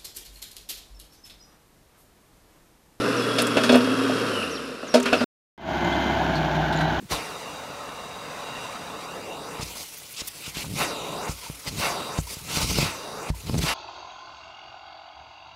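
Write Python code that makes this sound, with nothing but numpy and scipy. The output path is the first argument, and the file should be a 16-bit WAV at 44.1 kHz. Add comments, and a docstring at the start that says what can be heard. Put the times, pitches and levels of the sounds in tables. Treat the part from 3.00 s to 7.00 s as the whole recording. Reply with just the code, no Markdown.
"""On open ground, a wheeled diesel excavator scrapes up soil. Its steel bucket clanks and groans,
stones tick on it, and the engine slows under load and recovers while the hydraulics rasp and hiss.
After a short silence the machine works farther off, beside a tractor and trailer: one hears an engine
clatter, a pump hum and whine, and the arm clink. A small bird whistles now and then."""
import sys
import numpy as np
from scipy import signal
from scipy.fft import rfft, irfft
from scipy.io import wavfile
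from scipy.ndimage import map_coordinates

SR = 44100
rng = np.random.default_rng(int(sys.argv[2]) if len(sys.argv) > 2 else 0)


def wrap_up_sound(samples):
    """Save the sound to the file named by the first command line argument, as 16-bit audio."""
    columns = np.atleast_2d(samples).T
    # keep every value between -1 and 1, then stretch to whole-number steps
    tamed = np.clip(columns, -1, 1)
    steps = np.round(tamed * 32767).astype(np.int16)
    wavfile.write(sys.argv[1], SR, steps)


N = 176400

SILENCE_START_S, SILENCE_END_S = 2.243, 2.578
CYLINDERS, TOP_HZ = 4, 15600
ATTACK_S = 0.00064  # how fast a hit builds up

# bird whistles (time [s], length [s], first pitch [Hz], last pitch [Hz], level [dB])
WHISTLES = [(0.16, 0.067, 6200, 5210, -39), (1.499, 0.092, 6830, 5550, -42),
            (1.546, 0.047, 5850, 3090, -41), (1.861, 0.12, 7670, 5590, -43), (2.16, 0.067, 5960, 4800, -39)]
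# tiny bird chirps (time [s], level [dB])
CHIRPS = [(2.847, -34), (3.762, -33), (3.773, -30)]

# how fast the far engine fires (time [s], firing rate [Hz])
FAR_SPEED = [(2.7, 68.75), (3.12, 69.12), (3.42, 62.93), (4, 65.27)]
# how loud the far engine is (time [s], level [dB])
FAR_LEVEL = [(2.58, -45.5), (2.71, -27), (2.87, -24), (3.15, -23.5), (3.45, -25)]
# low and high parts of its clatter (frequency [Hz], relative level [dB])
FAR_BODY = [(53, -39), (90, -13), (123, -14), (161, -7), (329, -6.5), (480, -21.5), (655, -4), (838, -7.5),
            (1270, -21.5), (1520, -10), (2000, -29), (3600, -95)]
FAR_TREBLE = [(1700, -22), (2140, -1.5), (2630, -5.5), (3120, -1.5), (5260, -17), (6830, -18),
              (7960, -34.5), (15500, -30.5)]
# the oil pump (time [s], hum level [dB], whine level [dB])
PUMP_LEVELS = [(2.6, -56, -54.5), (2.85, -31, -32.5), (3.08, -51, -34), (3.22, -35, -43.5),
               (3.35, -30, -46), (3.83, -27, -38), (4, -37, -44)]
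# tones in its whine (multiple of the pump's rate, relative level [dB])
WHINE_TONES = [(2, -2.5), (12, -4.5), (18, -10.5)]
# clinks of the far arm (time [s], level [dB], pitch [Hz])
CLINKS = [(2.925, -35, 3400), (3.353, -32.5, 4330), (3.725, -29.5, 3840), (3.787, -36.5, 4400),
          (3.807, -22.5, 1476)]

# how fast the near engine fires (time [s], firing rate [Hz])
NEAR_SPEED = [(.2, 120), (.75, 113.2), (1.28, 113.4), (1.5, 80.67), (1.8, 48.63), (1.98, 56.4), (2.1, 80.3),
              (2.24, 103.5)]
# its exhaust tones (multiple of the firing rate, level at top speed [dB])
EXHAUST_TONES = [(1, -38.5), (2, -39.5), (2.5, -38), (3.5, -40.5)]
# low and high parts of its clatter (frequency [Hz], relative level [dB])
NEAR_BODY = [(82, -40), (140, -19), (214, -11.5), (264, -3.5), (336, -11.5), (470, -5), (845, -24),
             (948, -19), (1310, -10.5), (2200, -27.5), (3600, -91.5)]
NEAR_TREBLE = [(1060, -38), (2160, -10), (2700, 3), (3320, -10.5), (3600, -4.5), (4720, -8.5), (5350, -5.5),
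               (6300, -16.5), (11100, -18), (15500, -41.5)]
# whining rasp of the hydraulics (time [s], pitch [Hz], level [dB])
RASP = [(.1, 3400, -47), (.3, 3353, -35.5), (1.27, 3247, -41.5), (1.42, 2780, -30), (1.75, 2826, -70)]

# further hits on the bucket, heard only as dull thuds (time [s], level [dB])
KNOCKS = [(1.096, -22.5), (1.833, -24.5)]
# the bucket dragging through stony soil (time [s], level [dB])
SCRAPE_LEVEL = [(1.9, -52), (1.96, -28.5), (2.24, -37.5)]
# stones hitting steel (time [s], level [dB], pitch [Hz])
STONES = [(0.4187, -20, 9400), (0.4688, -23, 7800), (0.7555, -25.5, 9200), (0.773, -35, 10800),
          (1.9993, -28.5, 7000), (2.0278, -26, 6550)]
# steel rubbing (time [s], length [s], pitch [Hz], level [dB])
RUBS = [(0.762, .46, 263.8, -23), (3.73, .2, 3980, -41)]
# hits on the bucket (time [s], crash [dB], ring [dB], thud [dB], click [dB], pitch of the spot hit [Hz])
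BUCKET_HITS = [(0.384, -19.5, -20.5, -22.5, -23.5, 3600), (0.569, -19.5, -34, -13.5, -30, 2600),
               (0.635, -22.5, -19, -31, -25, 3220), (0.692, -19.5, -10, -20, -32, 3400),
               (0.7206, -26, -15, -14.5, -27, 4100), (0.7424, -19, -10.5, -15, -38, 2400),
               (1.9404, -20, -11.5, -10, -23, 4760), (2.056, -20, -23.5, -28, -31.5, 1500),
               (2.128, -18.5, -22, -14, -30, 2590), (2.208, -25.5, -19.5, -21, -41, 1484)]
# the bucket's low ringing notes (pitch [Hz], level relative to the ring [dB], time to fade 60 dB [s])
BUCKET_NOTES = [(245.8, 2.5, 0.3), (397.5, -12, 0.7), (472.7, -8.5, 0.28), (642.5, -4, .12),
                (932, -17.5, 0.41)]
# high ringing notes of its plates (pitch [Hz])
PLATES_HZ = [1404, 2585, 2670, 3390, 3680, 4400, 5140, 9160, 10950]
# the low, middle and high noise of a hit (frequency [Hz], relative level [dB])
THUD = [(120, -32), (235, 4.5), (380, -5.5), (640, 8), (950, -17.5), (4000, -54.5)]
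CRASH = [(400, -50), (950, -4.5), (1450, 4.5), (2000, -6), (2700, 0.5), (5200, -20), (14000, -47.5)]
CLICK = [(1200, -33.5), (4000, 7), (10500, -8), (16000, -26.5)]


def amp(db):
    """Turn decibels into a number to multiply by."""
    return 10 ** (np.asarray(db) / 20)


def unit(x):
    """Scale a sound to an average strength (rms) of 1."""
    return x / np.sqrt(np.mean(x ** 2) + 1e-20)


def clock():
    """The time of each sample, in seconds."""
    return np.arange(N) / SR


def curves(rows):
    """Join a table's points with straight lines: one curve for each column after the time."""
    times, *columns = np.transpose(rows)
    return [np.interp(clock(), times, column) for column in columns]


def wobble(rate):
    """A smooth curve through `rate` random points a second."""
    return map_coordinates(rng.standard_normal(int(N * rate / SR) + 4), [clock() * rate])


def coloured(x, colour):
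    """Shape a sound's lows and highs by a (frequency, level) table, at strength 1."""
    points_hz, db = np.transpose(colour)
    hz = np.fft.rfftfreq(N, 1 / SR)
    gain = amp(np.interp(np.log(hz + 1), np.log(points_hz + 1), db))
    return unit(irfft(rfft(x) * gain, N))


def noise(colour):
    """Noise with shaped lows and highs."""
    return coloured(rng.standard_normal(N), colour)


def band(hz, q):
    """Noise around one pitch; a higher q sounds more like a note."""
    return unit(signal.lfilter(*signal.iirpeak(hz, q, fs=SR), rng.standard_normal(N)))


def strike(start, fade_s):
    """The loudness of a hit: a quick rise, then a fall of 60 dB in fade_s."""
    age = np.maximum(clock() - start, 0)
    return (1 - np.exp(-age / ATTACK_S)) * np.exp(-np.log(1000) * age / fade_s)


def tone(cycles, multiple, rough):
    """A tone that follows a running count of cycles; `rough` makes it waver."""
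    level = np.sqrt(2) * (1 + rough * wobble(21.84))
    return level * np.sin(2 * np.pi * multiple * cycles + rough * wobble(35))


def count_firings(speed):
    """How many times a slightly unsteady engine has fired so far."""
    return np.cumsum(speed * (1 + .002 * wobble(30))) / SR


def clatter(firings, colour, repeat):
    """Firings shake the engine's metal; part of the shaking repeats every engine cycle."""
    flutter = amp(1.4 * wobble(400))
    pattern = rng.standard_normal(2048)
    repeating = pattern[(firings / CYLINDERS % 1 * len(pattern)).astype(int)]
    return coloured(flutter * (rng.standard_normal(N) + repeat * repeating), colour)


def bird(slide_s=0.034, chirp_hz=6950):
    """A small bird gives tiny chirps and whistles that slide down to a held note."""
    out = np.zeros(N)
    for start, length, first_hz, last_hz, db in WHISTLES:
        age = np.arange(int(length * SR)) / SR
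        hz = np.interp(age, [0, slide_s], [first_hz, last_hz])
        phase = 2 * np.pi * np.cumsum(hz) / SR + .5 * wobble(680)[:len(age)]
        swell = signal.windows.tukey(len(age), .5)
        out[int(start * SR):][:len(age)] += np.sqrt(2) * amp(db) * swell * np.sin(phase)
    age = np.arange(int(0.0035 * SR)) / SR
    chirp = np.hanning(len(age)) * np.sin(2 * np.pi * chirp_hz * age)
    for start, db in CHIRPS:
        out[int(start * SR):][:len(age)] += amp(db) * chirp
    return out


def pump(firings):
    """The oil pump hums and whines, its pitch following the engine's speed."""
    hum_db, whine_db = curves(PUMP_LEVELS)
    cycles = 2.5 * firings
    whine = sum(amp(db) * tone(cycles, multiple, rough=.1) for multiple, db in WHINE_TONES)
    return amp(hum_db) * tone(cycles, 0.98, rough=0.16) + amp(whine_db) * whine


def far_engine():
    """Farther off, the engine clatters, drones through its exhaust and drives the pump."""
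    speed, = curves(FAR_SPEED)
    level_db, = curves(FAR_LEVEL)
    firings = count_firings(speed)
    body = clatter(firings, FAR_BODY, repeat=0.94)
    treble = amp(-12.5) * clatter(firings, FAR_TREBLE, repeat=1.0)
    exhaust = amp(-12.5) * tone(firings, 0.99, rough=0.17)
    return amp(level_db) * (body + treble + exhaust) + pump(firings)


def far_clinks():
    """Steel parts of the far arm touch lightly, each with a short ping."""
    return sum(amp(db) * strike(start, fade_s=0.12) * band(hz, q=19) for start, db, hz in CLINKS)


def hydraulics(octaves, hiss_hz=9800):
    """Oil hisses through the valves, with a rasp that gets rougher as the engine slows."""
    hz, db = curves(RASP)
    phase = 2 * np.pi * np.cumsum(hz) / SR + (.5 - 3 * octaves) * wobble(300)
    rasp = np.sin(phase) * (1 + 0.41 * wobble(120))
    hiss = amp(-16) * noise([(hiss_hz / 2, -30), (hiss_hz, 0), (TOP_HZ, -30)])
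    return amp(db) * (rasp + hiss)


def near_engine():
    """The engine drives the hydraulics; its exhaust and clatter get quieter as it slows under load."""
    speed, = curves(NEAR_SPEED)
    firings = count_firings(speed)
    octaves = np.log2(speed / np.max(speed))  # 0 at top speed, -1 at half speed
    exhaust = sum(amp(db) * tone(firings, multiple, rough=.04 if multiple == 1 else .4)
                  for multiple, db in EXHAUST_TONES)
    body = amp(-24.5 + 11 * octaves) * clatter(firings, NEAR_BODY, repeat=0.59)
    treble = amp(-34 + 8.5 * octaves) * clatter(firings, NEAR_TREBLE, repeat=0.11)
    return amp(21 * octaves) * exhaust + body + treble + hydraulics(octaves)


def dull_bucket_hits():
    """A few more hits on the bucket sound only as dull thuds."""
    return noise(THUD) * sum(amp(db) * strike(start, fade_s=0.11) for start, db in KNOCKS)


def soil_scrape():
    """Grit scrapes unevenly along the bucket's plates."""
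    level_db, = curves(SCRAPE_LEVEL)
    return amp(level_db) * unit(noise(CRASH) * amp(6.2 * wobble(130)))


def stone_ticks():
    """Stones hit the steel with short, bright ticks, each at its own pitch."""
    return sum(amp(db) * strike(start, fade_s=0.033) * band(hz, q=4.6) for start, db, hz in STONES)


def rubbing_steel(steady_cycles=13):
    """Rubbed steel sings on an unsteady pitch: first a low groan, later a thin squeal."""
    out = np.zeros(N)
    for start, length, hz, db in RUBS:
        note = np.sin(2 * np.pi * hz * clock() + wobble(hz / steady_cycles))
        swell = signal.windows.tukey(int(length * SR), .5)
        out[int(start * SR):][:len(swell)] += amp(db) * swell * note[:len(swell)]
    return out


def bucket_clanks(plate_fade_s=0.12, rise_cycles=1.3):
    """Each hit makes the bucket and its plates ring, with a thud, a crash and a bright click."""
    age = np.arange(SR // 2) / SR
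    ring, thud_power, crash_power, click_power = np.zeros((4, N))
    for start, crash_db, ring_db, thud_db, click_db, spot_hz in BUCKET_HITS:
        low = [(hz, ring_db + db, fade_s) for hz, db, fade_s in BUCKET_NOTES]
        # plate notes lose 12 dB for each octave away from the pitch of the spot hit
        high = [(hz, crash_db - 3.5 - 12 * abs(np.log2(hz / spot_hz)), plate_fade_s) for hz in PLATES_HZ]
        for hz, db, fade_s in low + high:
            level = amp(db + rng.normal(0, 1.5))
            note = np.sin(2 * np.pi * hz * age + rng.uniform(0, 2 * np.pi))
            rise = (1 - np.exp(-age * hz / rise_cycles)) ** 2
            fade = np.exp(-np.log(1000) * age / fade_s)
            ring[int(start * SR):][:len(age)] += level * rise * fade * note
        thud_power += (amp(thud_db) * strike(start, fade_s=0.16)) ** 2
        contact = strike(start, fade_s=0.17)
        crash_power += (amp(crash_db) * contact) ** 2
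        click_power += (amp(click_db) * contact) ** 2
    thud = np.sqrt(thud_power) * noise(THUD)
    crash = np.sqrt(crash_power) * noise(CRASH)
    click = np.sqrt(click_power) * noise(CLICK)
    return ring + thud + crash + click


def scene():
    """Digging close by, a short silence, then work farther off."""
    t = clock()
    near = near_engine() + bucket_clanks() + soil_scrape() + dull_bucket_hits()
    far = far_engine() + far_clinks()
    machine = np.where(t < SILENCE_START_S, near, far)
    mix = machine + stone_ticks() + rubbing_steel() + bird()
    audible = (t < SILENCE_START_S) | (t > SILENCE_END_S)
    return (mix * audible)[None]


def record(dry):
    """Cut away the very highest sounds, above TOP_HZ."""
    return signal.sosfilt(signal.ellip(16, .1, 100, TOP_HZ, fs=SR, output="sos"), dry)


dry = scene()
out = record(dry)
wrap_up_sound(out)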